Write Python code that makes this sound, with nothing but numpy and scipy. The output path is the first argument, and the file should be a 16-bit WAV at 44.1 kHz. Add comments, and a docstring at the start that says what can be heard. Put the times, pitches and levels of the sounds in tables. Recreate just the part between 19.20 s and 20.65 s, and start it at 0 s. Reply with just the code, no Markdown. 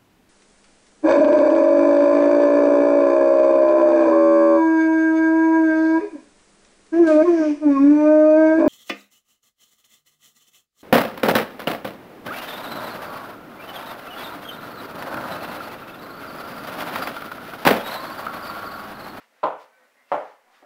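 """A small hollow ball, bounced twice on the hard floor of a large living room, heard on one microphone.
Each bounce is a short pock, thrown back by ceiling and walls and left ringing in the room.
The second sounds closer, with more direct sound, as the barefoot walker comes toward the microphone.
Around the bounces, over quiet room tone, lie soft rustles, faint thin tones and one dull footfall."""
import sys
import numpy as np
from scipy import signal
from scipy.fft import rfft, irfft, next_fast_len
from scipy.io import wavfile
from scipy.ndimage import map_coordinates

SR = 44100
rng = np.random.default_rng(int(sys.argv[2]) if len(sys.argv) > 2 else 0)


def store_wav(level_fs):
    """Save 16-bit WAV to argv[1]."""
    pcm = np.round(np.clip(np.atleast_2d(level_fs), -1, 1) * 32767)
    wavfile.write(sys.argv[1], SR, pcm.T.astype(np.int16))


N = 63945

# colour of the room tone (frequency [Hz], relative level [dB])
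ROOM_TONE_COLOUR = [(25, -33.5), (110, -32), (185, -24.5), (240, -10), (350, -19.5), (520, -6.5),
                    (750, -9.5), (1100, -13), (2000, -10.5), (3000, -20), (4500, -23.5), (8000, -27),
                    (15500, -30)]
# reverberation of the living room (frequency [Hz], t60 [s])
ROOM_DECAY = [(60, 0.07), (160, 0.4), (350, 0.32), (600, 0.37), (1000, 0.4), (2000, 0.51), (4000, 0.43),
              (12000, .6)]
# echoes off ceiling, walls and furniture, a list per landing spot (delay [s], level before scatter [dB])
REFLECTIONS = [
    [(.0037, 0), (.0068, 0), (.0087, -1), (.0098, -3), (.0119, 0), (.0149, -1), (.0169, -3), (.0245, -5),
     (.0274, -5), (.0284, -6), (.0350, -7), (.0370, -4), (.0379, -7), (.0428, -7), (.0525, -7)],
    [(.0043, -1), (.0053, -1), (.0078, -5), (.0092, -3), (.0107, -6), (.0160, -4), (.0191, -4), (.0245, -7),
     (.0260, -6), (.0328, -7), (.0343, -5), (.0380, -8), (.0447, -9), (.0482, -5)],
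]
# faint thin tones (peak time [s], half length [s], frequency [Hz], relative level [dB])
THIN_TONES = [(.56, .035, 1530, -62), (.555, .03, 2310, -69), (.625, .035, 508, -62),
              (.635, .03, 1505, -66), (.62, .025, 1880, -66), (.79, .03, 1885, -68), (.80, .03, 1968, -66),
              (.81, .04, 2094, -64.5), (.89, .015, 2700, -66), (1.28, .025, 732, -64),
              (1.322, .015, 780, -64)]
# rustles of hands, clothes and soles (peak time [s], rise [s], fall [s], level [dB], tilt [dB/octave])
RUSTLE_SWELLS = [(0.014, 0.025, 0.031, -57.5, 0.5), (0.191, 0.042, 0.067, -65, 0.5),
                 (0.417, 0.026, 0.031, -57.5, 5), (0.623, 0.03, 0.042, -63.5, -6.5),
                 (.79, 0.017, 0.029, -68.5, -3), (.90, 0.011, 0.074, -61, 2.5),
                 (1.08, 0.13, 0.052, -61.5, 3), (1.28, 0.029, 0.14, -65.5, -8),
                 (1.359, 0.03, 0.054, -60, 3)]
# colour of a rustle before its tilt (frequency [Hz], relative level [dB])
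RUSTLE_COLOUR = [(130, -71), (230, -17), (450, -15.5), (1000, 3), (1700, 1.5), (3000, -7), (5000, -14),
                 (8000, -29), (15000, -35.5)]
# colour of a bare heel on the floor (frequency [Hz], relative level [dB])
HEEL_COLOUR = [(40, -25), (100, -22), (180, -17), (270, -0.5), (600, 5.5), (1000, -4.5), (2000, -9),
               (4000, -44), (12000, -43)]
# resonances left ringing (frequency [Hz], weight in bounce one [dB], in bounce two [dB], t60 [s])
RING_MODES = [(159.7, -11, -13.5, .28), (283.2, -6.5, -3.5, 0.29), (309.7, -3.5, -6.5, 0.31),
              (434.7, 0.5, -0.5, .36), (520, -3, -6.5, 0.48), (585.7, -1, 5, 0.37), (627, -4, -9, 0.44),
              (734, -25, 1.5, 0.35), (829, -2.5, -2, 0.43), (928, -1, -9, 0.42), (1007, 0.5, -24, 0.44),
              (1038, 2.5, -9, 0.35), (1108, -7.5, -10.5, 0.41), (1371, -15, -4, .32),
              (1775, -20, -22, 0.67), (2100, -35.5, -17.5, 0.41), (3016, -33, -30.5, 0.78),
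              (3950, -38, -32, 0.56)]
# colour of the smack of the ball's skin (frequency [Hz], relative level [dB])
SMACK_COLOUR = [(500, -34.5), (1500, -32), (2800, 4.5), (4100, 1.5), (5200, -19), (8000, -25), (15000, -29)]
# colour of the pock before its low cut (frequency [Hz], gain in bounce one [dB], in bounce two [dB])
POCK_COLOUR = [(30, -7, -14), (91, 4.5, 6), (260, -2, -3.5), (590, 0.5, 2.5), (964, 3.5, 2), (1484, -5, -9),
               (1670, -22, -11), (2380, -19, -19), (3100, -24.5, -24.5), (4010, -30.5, -35.5),
               (4860, -39.5, -38), (8000, -48.5, -45.5), (15000, -56.5, -55)]
# the bounces, one per landing spot
# (time [s], pock gain [dB], direct path gain [dB], ring gain [dB], smack gain [dB], far wall delay [s])
BALL_BOUNCES = [(0.2326, 11.5, 1.5, -31, -33, 0.082), (.9180, 11.5, 6, -31, -43, .0947)]


def amp(db):
    """Decibels to gain."""
    return 10 ** (np.asarray(db) / 20)


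def along(points, hz):
    """(Hz, value) points read on a log axis."""
    freqs, values = np.transpose(points)
    return np.interp(np.log(hz + 1), np.log(freqs + 1), values)


def clock():
    """Time of each sample in seconds."""
    return np.arange(N) / SR


def swell(peak_s, half_s):
    """A bell-shaped envelope."""
    return np.exp(-((clock() - peak_s) / half_s) ** 2 / 2)


def wobble(rate):
    """A smooth random curve, rate knots a second."""
    return map_coordinates(rng.standard_normal(256), [clock() * rate + 2], mode="wrap")


def filtered(x, response):
    """x through a complex response of frequency."""
    size = 2 * next_fast_len(N)
    return irfft(rfft(x, size) * response(np.fft.rfftfreq(size, 1 / SR)), size)[:N]


def minimum_phase(db):
    """Causal response with these levels."""
    cepstrum = irfft(np.log(amp(db)))
    half = len(cepstrum) // 2
    return np.exp(rfft(np.r_[cepstrum[0], 2 * cepstrum[1:half], np.zeros(half)]))


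def delay(hz, s):
    """Response of a delay."""
    return np.exp(-2j * np.pi * hz * s)


def high_pass(hz, corner_hz, q=1):
    """Response of a second-order high-pass."""
    s = 1j * hz / corner_hz
    return s * s / (s * s + s / q + 1)


def noise(colour, tilt_db=0):
    """Coloured noise of rms 1, tilted per octave."""
    x = filtered(rng.standard_normal(N), lambda hz: amp(along(colour, hz) + tilt_db * np.log2(hz + 1)))
    return x / np.sqrt(np.mean(x ** 2) + 1e-20)


def room_tone(level_db=-64.5, drift_db=0.6):
    """The quiet noise of the living room, drifting slightly in level."""
    return amp(level_db + drift_db * wobble(6.4)) * noise(ROOM_TONE_COLOUR)


def diffuse_tail(gain_db=8.5, rise_s=0.0046, gap_s=0.001993):
    """Sound scattered around the room builds quickly, then each band dies at its own rate."""
    freqs, t, bands = signal.stft(rng.standard_normal(N), SR, nperseg=256)
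    decay = amp(-60 * t / along(ROOM_DECAY, freqs)[:, None])
    tail = signal.istft(bands * decay, SR, nperseg=256)[1][:N]
    tail *= (1 - np.exp(-clock() / rise_s)) * amp(gain_db) / np.linalg.norm(tail)
    return filtered(tail, lambda hz: delay(hz, gap_s) * high_pass(hz, corner_hz=96) ** 2)


def room_response(spot, direct_db, far_wall_s, direct_top_hz=3300, early_top_hz=4770, scatter_db_per_s=54):
    """Floor to microphone: dull direct sound, early reflections, their far wall return and the tail."""
    def paths(hz):
        direct = amp(direct_db) / (1 + (hz / direct_top_hz) ** 6)
        early = sum(amp(db - scatter_db_per_s * s) * delay(hz, s) for s, db in REFLECTIONS[spot])
        early /= np.hypot(1, (hz / early_top_hz) ** 2)
        far_wall = amp(-20.5) * high_pass(hz, corner_hz=160) * delay(hz, far_wall_s)
        return (direct + early) * (1 + far_wall)
    return diffuse_tail() + filtered(signal.unit_impulse(N), paths)


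def thin_tones(gain_db=1, wander_hz=7):
    """Faint, slightly unsteady tones that swell and fade."""
    out = np.zeros(N)
    for peak_s, half_s, hz, db in THIN_TONES:
        phase = 2 * np.pi * np.cumsum(hz + wander_hz * wobble(58.7)) / SR
        out += amp(db + gain_db) * swell(peak_s, half_s) * np.sin(phase)
    return out


def rustles():
    """Soft swells of friction noise as the walker moves and catches the ball."""
    out = np.zeros(N)
    for peak_s, rise_s, fall_s, db, tilt_db in RUSTLE_SWELLS:
        envelope = swell(peak_s, np.where(clock() < peak_s, rise_s, fall_s))
        out += amp(db) * envelope * noise(RUSTLE_COLOUR, tilt_db)
    return out


def footfall(start=1.422, gain_db=-16.5):
    """A bare heel pats the floor, heard through the same reflections as the second bounce."""
    room = room_response(spot=1, direct_db=-3, far_wall_s=BALL_BOUNCES[-1][-1])
    heel = lambda hz: minimum_phase(along(HEEL_COLOUR, hz)) * delay(hz, start)
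    return amp(gain_db) * filtered(room, heel)


def air_push(start, lag_s=0.0059):
    """One soft, low pulse of air as the ball flattens."""
    return amp(-61.5) * swell(start + lag_s, half_s=0.0049)


def ring(start, spot, rise_s=0.0056, waver_db=2.5):
    """Resonances that swell after a bounce and waver as they die away."""
    t = np.maximum(clock() - start, 0)
    modes = np.zeros(N)
    for hz, *weights_db, t60 in RING_MODES:
        envelope = amp(weights_db[spot] - 60 * t / t60 + waver_db * wobble(34))
        modes += envelope * np.sin(2 * np.pi * (hz * t + rng.random()))
    return modes * (1 - np.exp(-t / rise_s))


def smack(start, spot, rise_s=0.0006, snap_t60=0.011, after_ring_t60=0.23):
    """A bright snap of the ball's skin, reaching the microphone by the two shortest reflections."""
    out = np.zeros(N)
    for lag_s, _ in REFLECTIONS[spot][:2]:
        t = np.maximum(clock() - start - lag_s, 0)
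        decay = amp(-60 * t / snap_t60) + amp(-22 - 60 * t / after_ring_t60)
        out += noise(SMACK_COLOUR) * (1 - np.exp(-t / rise_s)) * decay
    return out


def pock(start, spot, room, low_cut_hz=539):
    """The hollow knock, heard through the room; so small a ball radiates little bass."""
    colour = [(hz, gains_db[spot]) for hz, *gains_db in POCK_COLOUR]
    radiated = lambda hz: -amp(along(colour, hz)) * high_pass(hz, low_cut_hz, q=1.96)
    return filtered(room, lambda hz: radiated(hz) * delay(hz, start))


def ball():
    """Each bounce sends a pock, a smack and a push of air into the room and sets it ringing."""
    out = np.zeros(N)
    for spot, (start, pock_db, direct_db, ring_db, smack_db, far_wall_s) in enumerate(BALL_BOUNCES):
        room = room_response(spot, direct_db, far_wall_s)
        out += amp(pock_db) * pock(start, spot, room)
        out += amp(ring_db) * ring(start, spot)
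        out += amp(smack_db) * smack(start, spot)
        out += air_push(start)
    return out


def scene():
    """Room tone, ball and walker as they meet at the microphone, in mono."""
    return (room_tone() + ball() + rustles() + thin_tones() + footfall())[None]


def record(dry, top_hz=15750):
    """The recorder keeps nothing above its band limit."""
    return filtered(dry[0], lambda hz: hz < top_hz)[None]


dry = scene()
out = record(dry)
store_wav(out)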